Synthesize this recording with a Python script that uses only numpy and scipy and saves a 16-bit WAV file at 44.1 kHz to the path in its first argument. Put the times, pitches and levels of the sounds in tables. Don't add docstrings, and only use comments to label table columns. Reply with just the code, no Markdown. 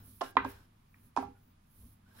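import sys
import numpy as np
from scipy import signal
from scipy.io import wavfile

SR = 44100
rng = np.random.default_rng(int(sys.argv[2]) if len(sys.argv) > 2 else 0)


def persist_wave(psi):
    counts = np.round(np.clip(psi, -1, 1) * 32767).astype(np.int16)
    wavfile.write(sys.argv[1], SR, np.atleast_2d(counts).T)


def level_to_linear(level):
    exponent = np.asarray(level, float) / 20
    return 10 ** exponent


N = 97020


def rms_one(x):
    return x / np.sqrt(np.mean(x ** 2) + 1e-20)


def in_time(rows):
    s, *columns = np.transpose(rows)
    return [np.interp(np.arange(N) / SR, s, c) for c in columns]


def at_hz(points, hz):
    table_hz, value = np.transpose(points)
    return np.interp(np.log(hz), np.log(table_hz), value)


def drift(rate_hz):
    r = np.exp(-80 * np.pi * rate_hz / SR)
    white = rng.standard_normal(N // 40 + 2002)
    slow = signal.lfilter([1], [1, -2 * r, r * r], white)[2000:]
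    return np.interp(np.arange(N) / 40, np.arange(len(slow)), rms_one(slow))


def band(x, low_hz, high_hz, order=2):
    return signal.sosfilt(signal.butter(order, [low_hz, high_hz], "band", fs=SR, output="sos"), x)


def highpass(x, hz, order):
    return signal.sosfilt(signal.butter(order, hz, "high", fs=SR, output="sos"), x)


def ring(x, hz, t60):
    r, w = level_to_linear(-60 / (t60 * SR)), 2 * np.pi * hz / SR
    return signal.lfilter([0, np.sin(w)], [1, -2 * r * np.cos(w), r * r], x + 1e-18)


def bank(white, low_hz, gain, count=2):
    edges = low_hz * 2 ** np.arange(0, np.log2(18000 / low_hz), 1 / count)
    total = 0
    for k, (low, high) in enumerate(zip(edges, edges[1:])):
        first, second = band(white[k % 2], low, high)
        total = total + gain(np.sqrt(low * high), first, second)
    return total


def pair(mid, side, alike):
    alike = np.clip(alike, -.99, .995)
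    return np.sqrt(1 + alike) * mid + np.sqrt(1 - alike) * side * [[1], [-1]]


def resonant(x, peaks):
    return rms_one(sum(level_to_linear(db) * rms_one(ring(x, hz, 2.2 / width)) for hz, width, db in peaks))


def bell(hz, q, db):
    g, w = level_to_linear(db / 2), 2 * np.pi * hz / SR
    a, c = np.sin(w) / (2 * q), -2 * np.cos(w)
    return [1 + a * g, c, 1 - a * g], [1 + a / g, c, 1 - a / g]


# [t/s, level/dB, level of the fine dust at the very top/dB]
SLIDE = [(0, -83, -59), (.06, -63, -67), (.23, -67.5, -79), (.31, -66, -82), (.345, -102.5, -99),
         (.43, -88, -74.5), (.5, -59, -61.5), (.56, -76.5, -80), (.65, -82.5, -82), (.69, -90, -92.5),
         (.79, -85, -89), (.84, -90, -86.5), (.9, -86, -75), (1.07, -72, -74), (1.13, -93.5, -95.5),
         (1.19, -75, -78), (1.23, -74.5, -78), (1.27, -91.5, -93), (1.38, -82.5, -89.5),
         (1.43, -87.5, -72.5), (1.51, -91.5, -71.5), (1.57, -97, -96), (1.7, -77, -78.5), (1.82, -66, -70),
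         (1.93, -72, -73), (1.99, -91.5, -88.5), (2.1, -84, -85.5), (2.2, -64, -68.5)]
# [f/Hz, level/dB]
FLOUR_COLOUR = [(4000, -16.5), (6000, -16.5), (8000, -20), (9800, -12.5), (11300, -6.5), (13000, -6),
                (15500, -6.5)]
GRAINS_PER_S, GRAIN_SPREAD_DB, DUST_HZ = 36000, 4, 14600


def flour():
    level_db, dust_db = in_time(SLIDE)
    shape = (2, 2, N)
    hits = rng.random(shape) < GRAINS_PER_S / SR
    size_db = GRAIN_SPREAD_DB * np.minimum(rng.exponential(1, shape), 3.0)
    grains = hits * rng.standard_normal(shape) * level_to_linear(size_db)

    def colour(hz, left, right):
        return level_to_linear(at_hz(FLOUR_COLOUR, hz) + 1.5 * drift(20.6)) * np.array([left, right])

    hiss = rms_one(bank(grains, 3000, colour, count=4))
    dust = rms_one(highpass(grains[0, 1], DUST_HZ, 4)) * [[1], [.2]]
    return level_to_linear(level_db + 2.5 + 0.67 * drift(9.3)) * hiss + level_to_linear(dust_db + 3.0 + .8 * drift(12)) * dust


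# [t/s, level/dB]
PRESS = [(0, -56), (.15, -63), (.2, -68), (.36, -61), (.45, -52.5), (.57, -63), (.7, -67), (.85, -71.5),
         (1.07, -62.5), (1.16, -72.5), (1.25, -52.5), (1.33, -66.5), (1.5, -66.5), (1.7, -71),
         (1.84, -56.5), (1.93, -66.5), (2.07, -67), (2.2, -58.5)]
# [f/Hz, width/Hz, level/dB]
RUMBLE = [(71, 6.4, -3), (98, 12, -5.5), (156, 49, -11.5), (198, 16, -7), (232.4, 35, -5)]
# [t/s, level/dB]
DRAG = [(0, -61.5), (.07, -68), (.2, -88), (.24, -43.5), (.33, -66.5), (.4, -87), (.5, -51), (.56, -59),
        (.65, -67.5), (.69, -82.5), (.9, -101), (.96, -70.5), (1.05, -90), (2.03, -95.5), (2.07, -69.5),
        (2.14, -66), (2.2, -51.5)]
# [f/Hz, width/Hz, level/dB]
SCRAPE = [(900, 18, -11), (1150, 220, -9), (1596, 480, 5), (2380, 280, -11), (3100, 910, -3.5),
          (3917, 870, -6), (5190, 470, -6.5), (7100, 1800, -10.5)]
ROCK_HZ, ROCK_DB = 98.5, 1


def board_under_load():
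    press_db, drag_db = in_time(PRESS)[0], in_time(DRAG)[0]
    rock_hz = ROCK_HZ + 4.4 * drift(5.0)
    rock = level_to_linear(ROCK_DB) * np.sin(2 * np.pi * np.cumsum(rock_hz) / SR)
    rumble = resonant(rng.standard_normal(N), RUMBLE) + rock
    scrape = resonant(rng.standard_normal((2, N)), SCRAPE)
    return level_to_linear(press_db) * rumble + level_to_linear(drag_db - 4.5 + 1.2 * drift(40)) * scrape


# [f/Hz, level/dB]
HUM_COLOUR = [(12, -25), (25, 5), (45, -17), (150, -4), (270, -25.5), (1030, -17.5), (1190, -22.5),
              (1860, -25), (16000, -44.5)]
# [f/Hz, likeness]
LIKENESS = [(60, 1.1), (150, 1), (380, -2.5), (950, -0.071), (2380, 0.16), (5980, 0.076), (15000, -1.1)]
HUM_DB = -68


def hum():
    def colour(hz, mid, side):
        return level_to_linear(at_hz(HUM_COLOUR, hz) + 0.65 * drift(3.3)) * pair(mid, side, at_hz(LIKENESS, hz))

    return level_to_linear(HUM_DB) * rms_one(bank(rng.standard_normal((2, 2, N)), 20, colour))


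# [t/s, f/Hz, level/dB, t60/s]
RINGS = [(0.2082, 2868, -46, 0.088), (0.2081, 3300, -42, .03), (0.211, 384, -27, 0.04),
         (.2120, 1725, -36, 0.059), (.2150, 607, -31, 0.058), (.2145, 1037, -24, 0.041),
         (0.257, 1614, -60, 0.46), (0.261, 2865, -52, 0.063), (0.3684, 490, -28, 0.044),
         (.3688, 3220, -27.5, 0.012), (0.369, 3924, -32, .018), (.3780, 3500, -49, .04),
         (.3680, 383.3, -32.5, 0.045), (.3690, 1883, -27.5, 0.056), (.3700, 2422, -24, .022),
         (0.373, 1229, -28, .07), (.3770, 2002, -35, 0.092), (0.3881, 1552, -35.5, 0.099),
         (0.432, 1562, -46, 0.13), (0.447, 1619, -43, 0.15), (.5700, 1569, -67.5, .2),
         (0.9425, 2350, -51, .014), (.9437, 1850, -53, 0.021), (.9437, 1250, -57.5, .02),
         (.9540, 1123, -66, 0.039), (1.1660, 2514, -43.5, 0.039), (1.1680, 394, -31, 0.063),
         (1.1800, 807, -35, 0.18), (1.2280, 810.4, -37.5, 0.19), (1.228, 1166, -43, 0.075),
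         (1.3500, 1437, -70, 0.22), (2.0620, 1486, -67, .12), (2.109, 1603, -68, .2),
         (2.1500, 858, -62.5, 0.11), (2.1650, 4000, -66, .2)]
RING_RISE_CYCLES, RING_PAN_DB = 1.4, 2.2
FLUTTER_DB, FLUTTER_HZ = 3.5, 90


def rings():
    s, hz, db, t60 = np.array(RINGS).T[:, :, None]
    since = np.maximum(np.arange(N) / SR - s, 0)
    swell = 1 - np.exp(-since * hz / RING_RISE_CYCLES)
    tones = level_to_linear(db + 1.5 - 60 * since / t60) * swell * np.sin(2 * np.pi * hz * since)
    flutter = np.array([drift(FLUTTER_HZ) for _ in RINGS])
    tones = tones * level_to_linear(FLUTTER_DB * flutter * np.minimum(since / .02, 1))
    pan_db = RING_PAN_DB * rng.uniform(-1, 1, len(RINGS)) * [[1], [-1]]
    return level_to_linear(pan_db) @ tones


# [t/s, peak level/dB, air pop f/Hz, whole-board thud level/dB, crack level/dB]
KNOCKS = [(0.2094, -25, 883, -71, -56), (0.2166, -20.5, 732.3, -71.5, -52.5),
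          (0.2138, -20.5, 1058, -66.5, -55.5), (.2225, -23.5, 722, -71, -63), (.2290, -36, 708, -41, -65),
          (0.3527, -43, 694.5, -51, -62), (0.3675, -6, 1021, -28, -35.5), (.3740, -18.5, 963, -62, -56.5),
          (0.3782, -30, 1052, -63, -60.5), (0.391, -29, 1443, -59.5, -66.5),
          (.4450, -28.5, 790, -82.5, -63), (.4490, -21.5, 962, -30.5, -41.5), (0.459, -34, 560, -62, -80),
          (.8170, -67, 1236, -67.5, -85), (.3688, -22, 2170, -81, -33), (0.9843, -63, 2396, -99, -84),
          (1.1645, -18, 900, -61.5, -44), (1.1730, -13, 945, -53, -51), (1.1790, -47.5, 940, -27.5, -71),
          (1.1860, -24.5, 813, -62, -51), (1.2250, -28, 809, -59, -65), (1.2294, -42, 785, -40, -62),
          (1.283, -55, 792, -43.5, -72)]
# [f/Hz, level/dB, t60/s]
THUD_MODES = [(268.2, 3, 0.09), (290.5, -5, .07), (216, -18.5, .1), (399.3, -9.5, 0.21), (483, -17, 0.2)]
# [f/Hz, level/dB, t60/s]
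BOARD_MODES = [(800, -28, 0.41), (970, -26.5, 0.077), (1020.5, -21, 0.08), (1167, -25.5, 0.11),
               (1362, -23, 0.12), (1580, -30.5, 0.087), (1650, -37.5, 0.17), (1735, -23.5, .08),
               (2017, -29, 0.12), (2303, -31.5, 0.03)]
POP_CYCLES, POP_RISE_CYCLES = 17, 2.3
POP_DB = np.array([[0.5], [1.5]])
EDGE_RATIO, EDGE_CYCLES, EDGE_DB = 1.482, 6.4, -7
CRACK_HZ, CRACK_T60_S = 2599, 0.011
RATTLE_HZ, RATTLE_DB, RATTLE_T60_S = 1930, -5, 0.27
THUD_PUSH_S = 0.01


def knocks():
    t = np.arange(SR // 4) / SR
    since = np.array([t, t])
    out, thud_push = np.zeros((2, N + SR)), np.zeros(N + SR)
    for s, db, hz, thud_db, crack_db in KNOCKS:
        i, span = int(s * SR), POP_RISE_CYCLES / hz
        edge_hz = EDGE_RATIO * hz
        push = np.sin(np.pi * np.minimum(since / span, 1)) ** 2 * 4 / (span * SR)
        touch = push * np.sin(2 * np.pi * hz * since)
        edge = push * np.sin(2 * np.pi * edge_hz * since)
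        pop = level_to_linear(POP_DB) * ring(touch, hz, POP_CYCLES / hz)
        pop = pop + level_to_linear(EDGE_DB) * ring(edge, edge_hz, EDGE_CYCLES / edge_hz)
        wood = 0
        for mode_hz, mode_db, t60 in BOARD_MODES:
            luck = rng.standard_normal((2, 1))
            wood = wood + level_to_linear(mode_db) * luck * ring(touch + edge, mode_hz, t60)
        grit = rng.standard_normal((2, len(t)))
        crack = level_to_linear(-60 * t / CRACK_T60_S) * band(grit, CRACK_HZ / 1.6, CRACK_HZ * 1.6, 3)
        rattle = band(grit, RATTLE_HZ / 1.45, RATTLE_HZ * 1.45, 3)
        crack = crack + level_to_linear(RATTLE_DB - 60 * t / RATTLE_T60_S) * rattle
        out[:, i:i + len(t)] += level_to_linear(db) * (pop + wood) + level_to_linear(crack_db + 5.5) * crack
        thud_push[i] += level_to_linear(thud_db)
    thud = 0
    for hz, db, t60 in THUD_MODES:
        pushed = ring(thud_push, hz, 6.63 * THUD_PUSH_S) / (THUD_PUSH_S * SR / 2)
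        thud = thud + level_to_linear(db) * ring(pushed, hz, t60)
    return highpass(out[:, :N], 320, 2), thud[:N]


# [t/s, level/dB, tail level/dB]
TICKS = [
    (0.2105, -50, -63),
    (0.2151, -44.5, -64.5),
    (0.3542, -68.5, -95),
    (0.3681, -64, -106),
    (0.4462, -57.5, -67),
    (1.164, -48, -66.5),
    (1.172, -49, -61),
]
TICK_HZ, TICK_T60_S = 5397, .02
TAIL_DB, TAIL_T60_S = 10, 0.3
CLICK_DB, CLICK_T60_S, CLICK_TOP_HZ = -8.5, 0.011, 10000


def ticks():
    s, db, tail_db = np.array(TICKS).T[:, :, None]
    since = np.arange(N) / SR - s

    def dying(level_db, t60):
        return np.sum((since > 0) * level_to_linear(level_db - 60 * np.abs(since) / t60), axis=0)

    white = rng.standard_normal((2, N))
    burst = band(white, TICK_HZ / 2.5, TICK_HZ * 1.11)
    click = band(white[::-1], 3000, CLICK_TOP_HZ)
    burst_level = dying(db + 8.5, TICK_T60_S) + dying(tail_db + TAIL_DB, TAIL_T60_S)
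    return burst_level * burst + dying(db + CLICK_DB, CLICK_T60_S) * click


# [f/Hz, t60/s]
ROOM_T60 = [(150, 0.99), (500, 0.21), (1000, 0.22), (2000, 0.29), (4000, 0.36), (9000, 0.23)]
ROOM_DB, ROOM_RISE_S, ROOM_ALIKE = -14, 0.0043, 0.16


def kitchen(x):
    t = np.arange(SR // 2) / SR

    def decay(hz, mid, side):
        return level_to_linear(-60 * t / at_hz(ROOM_T60, hz)) * pair(mid, side, ROOM_ALIKE)

    tail = bank(rng.standard_normal((2, 2, len(t))), 120, decay) * (1 - np.exp(-t / ROOM_RISE_S))
    tail = tail / np.sqrt(np.sum(tail ** 2) / 2)
    return level_to_linear(ROOM_DB) * signal.fftconvolve(x, tail, axes=1)[:, :N]


def shaded(x):
    up, down = bell(730, 1.9, -13)
    return np.array([np.roll(signal.lfilter(up, down, x[0]), 4), x[1]])


def scene():
    steady = flour() + board_under_load() + hum()
    ringing = rings()
    hits, thud = knocks()
    hits = hits + ringing
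    return steady + shaded(hits + thud) + ticks() + kitchen(hits)


def top_cut(x):
    return signal.sosfilt(signal.butter(12, 17020, fs=SR, output="sos"), x)


# [f/Hz, Q, level/dB]
PORTS = [(700, 1.3, -4), (1350, 2, 6), (2400, 1.5, -4), (4500, 1.2, -2), (10500, 2.1, -19), (14500, 2, 4)]
CUTOFF_HZ = 15800


def record(dry):
    left, right = dry
    for hz, q, db in PORTS:
        up, down = bell(hz, q, db / 2)
        left, right = signal.lfilter(up, down, left), signal.lfilter(down, up, right)
    cut = signal.ellip(14, .3, 70, CUTOFF_HZ, fs=SR, output="sos")
    return top_cut(signal.sosfilt(cut, [left, right]))


dry = scene()
out = record(dry)
persist_wave(out)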